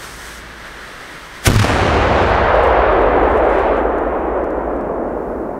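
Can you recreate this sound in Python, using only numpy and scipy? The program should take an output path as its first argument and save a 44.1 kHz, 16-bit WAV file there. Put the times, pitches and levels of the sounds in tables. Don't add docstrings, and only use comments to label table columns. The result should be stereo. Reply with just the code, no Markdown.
import sys
import numpy as np
from scipy import signal
from scipy.fft import rfft, irfft, next_fast_len
from scipy.io import wavfile
from scipy.ndimage import uniform_filter1d, map_coordinates

SR = 44100
rng = np.random.default_rng(int(sys.argv[2]) if len(sys.argv) > 2 else 0)


def generate_wav(sig):
    pcm = np.round(np.clip(np.atleast_2d(sig).T, -1, 1) * 32767).astype(np.int16)
    wavfile.write(sys.argv[1], SR, pcm)


N = 246519
TIME = np.arange(N) / SR
BANG_S = 1.4732
ECHO_S = 1.637


def amp(db):
    return 10 ** (np.asarray(db) / 20)


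def unit(x):
    return x / np.sqrt(np.mean(x ** 2) + 1e-20)


def along(points, hz):
    f, v = np.transpose(points)
    return np.interp(np.log(hz + 1), np.log(f + 1), v)


def wobble(rate):
    knots = rng.standard_normal(int(N * rate / SR) + 4)
    return map_coordinates(knots, [TIME * rate])


def gate(start, fade):
    return .5 + .5 * np.tanh((TIME - start) / fade)


def swell(peak_s, rise_s, fall_s, hold_s=0):
    before = np.maximum(peak_s - TIME, 0)
    after = np.maximum(TIME - peak_s - hold_s, 0)
    return amp(-60 * (before / rise_s + after / fall_s))


def filtered(x, response):
    m = next_fast_len(N + SR // 2)
    hz = np.fft.rfftfreq(m, 1 / SR)
    return irfft(rfft(x, m) * response(hz), m)[..., :N]


def coloured(x, spectrum):
    return unit(filtered(x, lambda hz: amp(along(spectrum, hz))))


def pole(x, corner_hz, kind):
    b, a = signal.butter(1, min(corner_hz, SR / 2 - 1), kind, fs=SR)
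    return signal.lfilter(b, a, x)


def spread(pair, side_db):
    mid, side = pair[0], amp(side_db) * pair[1]
    return unit(np.array([mid + side, mid - side]))


def panned(lean_db):
    gains = amp(np.array([lean_db, -lean_db]).reshape(2, -1) / 2)
    return gains / np.sqrt(np.mean(gains ** 2, axis=0))


def rush(spectrum, side_db):
    return coloured(spread(rng.standard_normal((2, N)), side_db), spectrum)


def spikes(per_second, scatter_db):
    chance = np.clip(per_second / SR, 1e-6, .9)
    sizes = unit(amp(scatter_db * rng.standard_normal((2, N))))
    train = (rng.random((2, N)) < chance) * sizes
    return (train - chance * sizes.mean()) / np.sqrt(chance)


def steadied(x, window):
    power = uniform_filter1d(np.mean(x ** 2, axis=0), max(int(window * SR), 1))
    return x / np.sqrt(np.abs(power) + 1e-6)


def air(wind_db=-40, hiss_db=-62, drone_db=0):
    # pitch_hz, relative_level_db (per Hz)
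    wind_colour = [(15, -27.5), (30, 0.5), (48, 1.5), (62, -10.5), (85, -9.5), (130, -7), (220, -8.5),
                   (350, -14), (480, -26.5), (600, -19), (800, -25), (2000, -48)]
    # pitch_hz, relative_level_db (per Hz)
    hiss_colour = [(200, 1.5), (4500, -2.5), (7000, -3.5), (15500, -13)]
    # pitch_hz, level_db (before its wavering)
    drone_tone = [(56.5, -42.5)]
    wind = amp(wind_db + 1.7 * wobble(5)) * rush(wind_colour, side_db=-1)
    hz, db = drone_tone[0]
    drone_gain = np.sqrt(2) * amp(db + drone_db + 2.7 * wobble(4.3))
    drift = 1.3 * np.array([wobble(3.6), wobble(2.2)])
    drone = drone_gain * np.sin(2 * np.pi * hz * TIME + drift)
    return (wind + drone) * panned(-1.9) + amp(hiss_db) * rush(hiss_colour, side_db=0.5)


def fuse(flame_db=-34.0, jet_db=-39, flutter_db=0.76, waver_db=-0.2):
    # pitch_hz, relative_level_db (per Hz)
    flame_colour = [(200, -14), (350, -6.5), (750, -10), (1150, -6.5), (1650, -4), (2050, -7),
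                    (2500, -14.5), (3300, -15), (5000, -22.5), (9000, -41.5), (15000, -56)]
    # pitch_hz, relative_level_db (per Hz)
    jet_colour = [(1500, -27), (3000, -2.5), (4800, -3.5), (6000, -0.5), (7200, -6), (8300, -1.5),
                  (10000, -8.5), (12500, -10.5), (15500, -17.5)]
    drop_s, drop_db, regrow_db_per_s = .4, 9.5, 2
    jet_change_db = gate(drop_s, 0.024) * (regrow_db_per_s * (TIME - drop_s) - drop_db)
    flame = amp(flame_db) * rush(flame_colour, side_db=-21.5)
    jet = amp(jet_change_db + jet_db) * rush(jet_colour, side_db=-7.0)
    unsteadiness = amp(flutter_db * wobble(30) + waver_db * wobble(2.7))
    return (flame + jet) * unsteadiness * (1 - gate(BANG_S, .004))


def bright_burst(burst_db=-8, scatter_db=-18, crackle_db=3):
    # pitch_hz, relative_level_db (per Hz)
    burst_colour = [(60, -21), (150, -2.5), (400, -4.5), (650, -4), (1100, -6), (1700, 1.5), (2600, -5),
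                    (4000, -6.5), (6500, -8.5), (10000, -9), (13000, -17.5), (15500, -18)]
    # pitch_hz, relative_level_db (per Hz)
    scatter_colour = [(100, 2), (280, 4.5), (600, -7.5), (1050, 0), (1600, 0.5), (2500, -4.5),
                      (4000, -10.5), (6500, -15), (10000, -23), (15500, -37)]
    burst = swell(1.468, rise_s=0.069, fall_s=0.056) * amp(burst_db + .88 * wobble(700))
    scatter = swell(1.6, rise_s=.9, fall_s=0.65) * gate(BANG_S, .004)
    scatter = scatter * amp(scatter_db + crackle_db * wobble(220))
    return burst * rush(burst_colour, side_db=-12.0) + scatter * rush(scatter_colour, side_db=-7)


def shock(swing_hz=97, drive_db=22, life=0.0092, turmoil=0.23, level_db=-2):
    t = TIME - BANG_S
    turmoil_colour = [(200, 2.0), (1200, -3.0), (4000, -12.5), (15000, -35.0)]  # Hz, dB per Hz
    chatter = turmoil * rush(turmoil_colour, side_db=-4.5)
    swing = (chatter - np.sin(2 * np.pi * swing_hz * t)) * ((t > 0) & (t < life))
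    leading_edge = (t > -.0003) & (t <= 0)
    pinned = np.tanh(amp(drive_db) * (swing + leading_edge))
    return amp(level_db) * pole(pinned, 41, "high")


def fronts(grit=0.41, rise=0.13, edge_hz=3000, level_db=2):
    # start_s, relative_level_db, push_length_s
    near_fronts = [(1.489, 2, .0012), (1.4966, -6.5, .0039), (1.501, 4.5, .002), (1.5092, 0, .0017),
                   (1.518, -2, .003), (1.533, -2.5, .004), (1.5417, -0.5, .003), (1.56, 3, .003),
                   (1.644, 6.5, .0005)]
    out = np.zeros((2, N))
    t = np.arange(SR // 20) / SR
    for s, db, length in near_fronts:
        u = t / max(length, 1e-4)
        pressure = 1 - u + grit * rng.standard_normal((2, len(t)))
        push = pressure * np.exp(-u) * (1 - np.exp(-u / rise))
        out[:, round(s * SR):][:, :len(t)] += amp(db + level_db) * push * panned(rng.normal(0, 4))
    return pole(out, edge_hz, "low")


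def throb(level_db=-10.5, overtone_db=-21, attack_s=0.009, release_s=.005, waver_db=2.5):
    start_s, length_s, pitch_hz = 1.548, .085, 104
    t = np.maximum(TIME - start_s, 0)
    phase = 2 * np.pi * pitch_hz * t
    envelope = (1 - np.exp(-t / attack_s)) * (1 - gate(start_s + length_s, release_s))
    tone = np.sin(phase) + amp(overtone_db) * np.cos(2 * phase)
    return np.sqrt(2) * amp(level_db + waver_db * wobble(54)) * envelope * tone


def stands(fade_s=0.022):
    # start_s, length_s, extra_level_db, extra_treble_db_per_khz
    tree_stands = [(2.14, 0.23, -0.3, 0.5), (3.24, .28, 1.26, 0.1), (3.504, 0.3, 1.24, 2),
                   (4.343, 0.049, 1.5, -0.3), (4.885, 0.18, 1.1, -1)]
    answering = np.array([gate(s, fade_s) - gate(s + length, fade_s) for s, length, _, _ in tree_stands])
    _, _, extra, treble = np.transpose(tree_stands)
    return extra @ answering, treble @ answering


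def roll(first_rate=600, growth=2.2, diffuse=0.64, ground_q=1.13, patchy_db=0.48):
    # pitch_hz, relative_level_db (per Hz)
    forest_colour = [(60, -15.5), (120, -11), (230, -5.5), (350, -1.5), (450, -0.5), (600, 2), (900, -.5),
                     (1500, -2), (2500, -6), (5000, -11.5), (10000, -11.5), (15500, -20.5)]
    # time_s, cut_hz
    ground_cut = [(1.64, 150), (2.05, 278), (2.45, 533), (3, 378), (4.3, 325), (5.59, 211)]
    peak_s, level_db, rise_db_per_s, fall_db_per_s = 2.82, -9, 6.5, 4.5
    air_loss_db, air_loss_power = 6, 0.7
    lean_db, lean_fade_s = 12, 0.26

    travel = np.maximum(TIME, ECHO_S) - BANG_S
    extra_db, treble_db = stands()
    rate = first_rate * (travel / (ECHO_S - BANG_S)) ** growth
    echoes = spikes(rate, scatter_db=4.0) + diffuse * rng.standard_normal((2, N))
    hz, t, z = signal.stft(spread(echoes, side_db=-7.5), SR, nperseg=1024)
    loss = np.interp(t, TIME, air_loss_db * travel ** air_loss_power - treble_db)
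    cut_hz = np.interp(t, *np.transpose(ground_cut))
    ratio = hz[:, None] / cut_hz
    ground = ratio ** 2 / np.hypot(1 - ratio ** 2, ratio / ground_q)
    colour = amp(along(forest_colour, hz)[:, None] - np.outer(hz / 1000, loss)) * ground
    colour /= np.sqrt(np.mean(colour ** 2, axis=0))
    patches = uniform_filter1d(rng.standard_normal(z.shape[1:]), size=9, axis=0)
    patches = unit(uniform_filter1d(patches, size=5, axis=1))
    sound = signal.istft(z * colour * amp(patchy_db * patches), nperseg=1024)[1][:, :N]
    arch_db = np.minimum(rise_db_per_s * (TIME - peak_s), fall_db_per_s * (peak_s - TIME))
    lean = lean_db * np.exp(-np.maximum(TIME - ECHO_S, 0) / lean_fade_s)
    return sound * amp(level_db + arch_db + extra_db) * panned(lean) * gate(ECHO_S, .012)


def rumble(boom_db=.5, deep_db=-22.0, sunk_hz=66):
    # pitch_hz, relative_level_db (per Hz)
    boom_colour = [(40, -24.5), (72, -3), (98, -2), (135, -11.5), (220, -11), (400, -22), (900, -54.5),
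                   (2000, -85.5)]
    # pitch_hz, relative_level_db (per Hz)
    deep_colour = [(15, -31.5), (28, -18.5), (42, -5), (57, 0.5), (70, -1.5), (88, -22.5), (200, -51.5),
                   (500, -100)]
    # peak_s, relative_level_db
    boom_times = [(1.85, -19), (2.25, -21), (3.2, -29), (5.1, -42.5)]
    deep_s, deep_hold_s = 2, 0.97
    boom_power = sum((amp(db) * swell(s, rise_s=3.6, fall_s=2.5)) ** 2 for s, db in boom_times)
    boom_noise = steadied(rush(boom_colour, side_db=-10.5), window=.15)
    upper = amp(boom_db) * np.sqrt(boom_power) * boom_noise
    near = rush(deep_colour, side_db=-16)
    far = unit(filtered(near, lambda hz: 1 / (1 + (hz / sunk_hz) ** 10)))
    sunk = gate(deep_s + deep_hold_s, .4)
    deep = swell(deep_s, rise_s=3.5, fall_s=9.6, hold_s=deep_hold_s)
    lower = amp(deep_db) * deep * steadied((1 - sunk) * near + sunk * far, window=.12)
    return (upper + lower) * gate(ECHO_S, 0.011)


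def debris(tick_t60=.013, tick_db=-3.0, grain_rate=900, clump_db=3.0, soil_db=0):
    # start_s, relative_level_db, left_minus_right_db
    bits = [(2.5556, -35, 1.5), (2.6344, -33, -9.0), (2.6404, -37, -5), (2.673, -33.5, -5.5),
            (2.797, -37.5, -8.5), (2.9241, -41, 3.5), (3.2001, -45, 1.5), (3.4948, -41, 0),
            (3.5552, -41.5, -6), (3.77, -41.5, -3), (3.9838, -37.5, 1), (4.3778, -48, -1),
            (4.4426, -40.5, 1.5), (4.5057, -44, -2.5), (4.7646, -47.5, 7), (4.8105, -44.5, -3)]
    # pitch_hz, relative_level_db (per Hz)
    brush_colour = [(1000, -24), (3500, -4.5), (6000, -0.5), (9000, -3), (12000, -11), (15500, -12)]
    # peak_s, level_db (before clumping), time_to_rise_or_fall_by_60_db_s
    soil_showers = [(2.3, -56.5, 1.3), (2.65, -50.5, 0.33), (3.04, -59.5, 0.5), (3.31, -55.5, 0.5),
                    (3.57, -52.5, 0.83), (3.8, -64.5, .4)]
    strikes = np.zeros((2, N))
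    t = np.arange(SR // 10) / SR
    for s, db, lean in bits:
        strikes[:, round(s * SR):][:, :len(t)] += amp(db + tick_db - 60 * t / tick_t60) * panned(lean)
    ticks = strikes * rush(brush_colour, side_db=-1)
    showers = sum(amp(db) * swell(s, length, length) for s, db, length in soil_showers)
    landings = spread(spikes(grain_rate, scatter_db=0.5), side_db=-2.5)
    grains = coloured(landings, brush_colour) * panned(-5.5)
    return ticks + showers * amp(soil_db + clump_db * wobble(50)) * grains


def scene():
    blast = bright_burst() + shock() + fronts() + throb()
    return air() + fuse() + blast + roll() + rumble() + debris()


def record(dry):
    top_hz = 15750
    rounded = dry / (1 + dry ** 8) ** (1 / 8)
    return filtered(rounded, lambda hz: hz < top_hz)


dry = scene()
out = record(dry)
generate_wav(out)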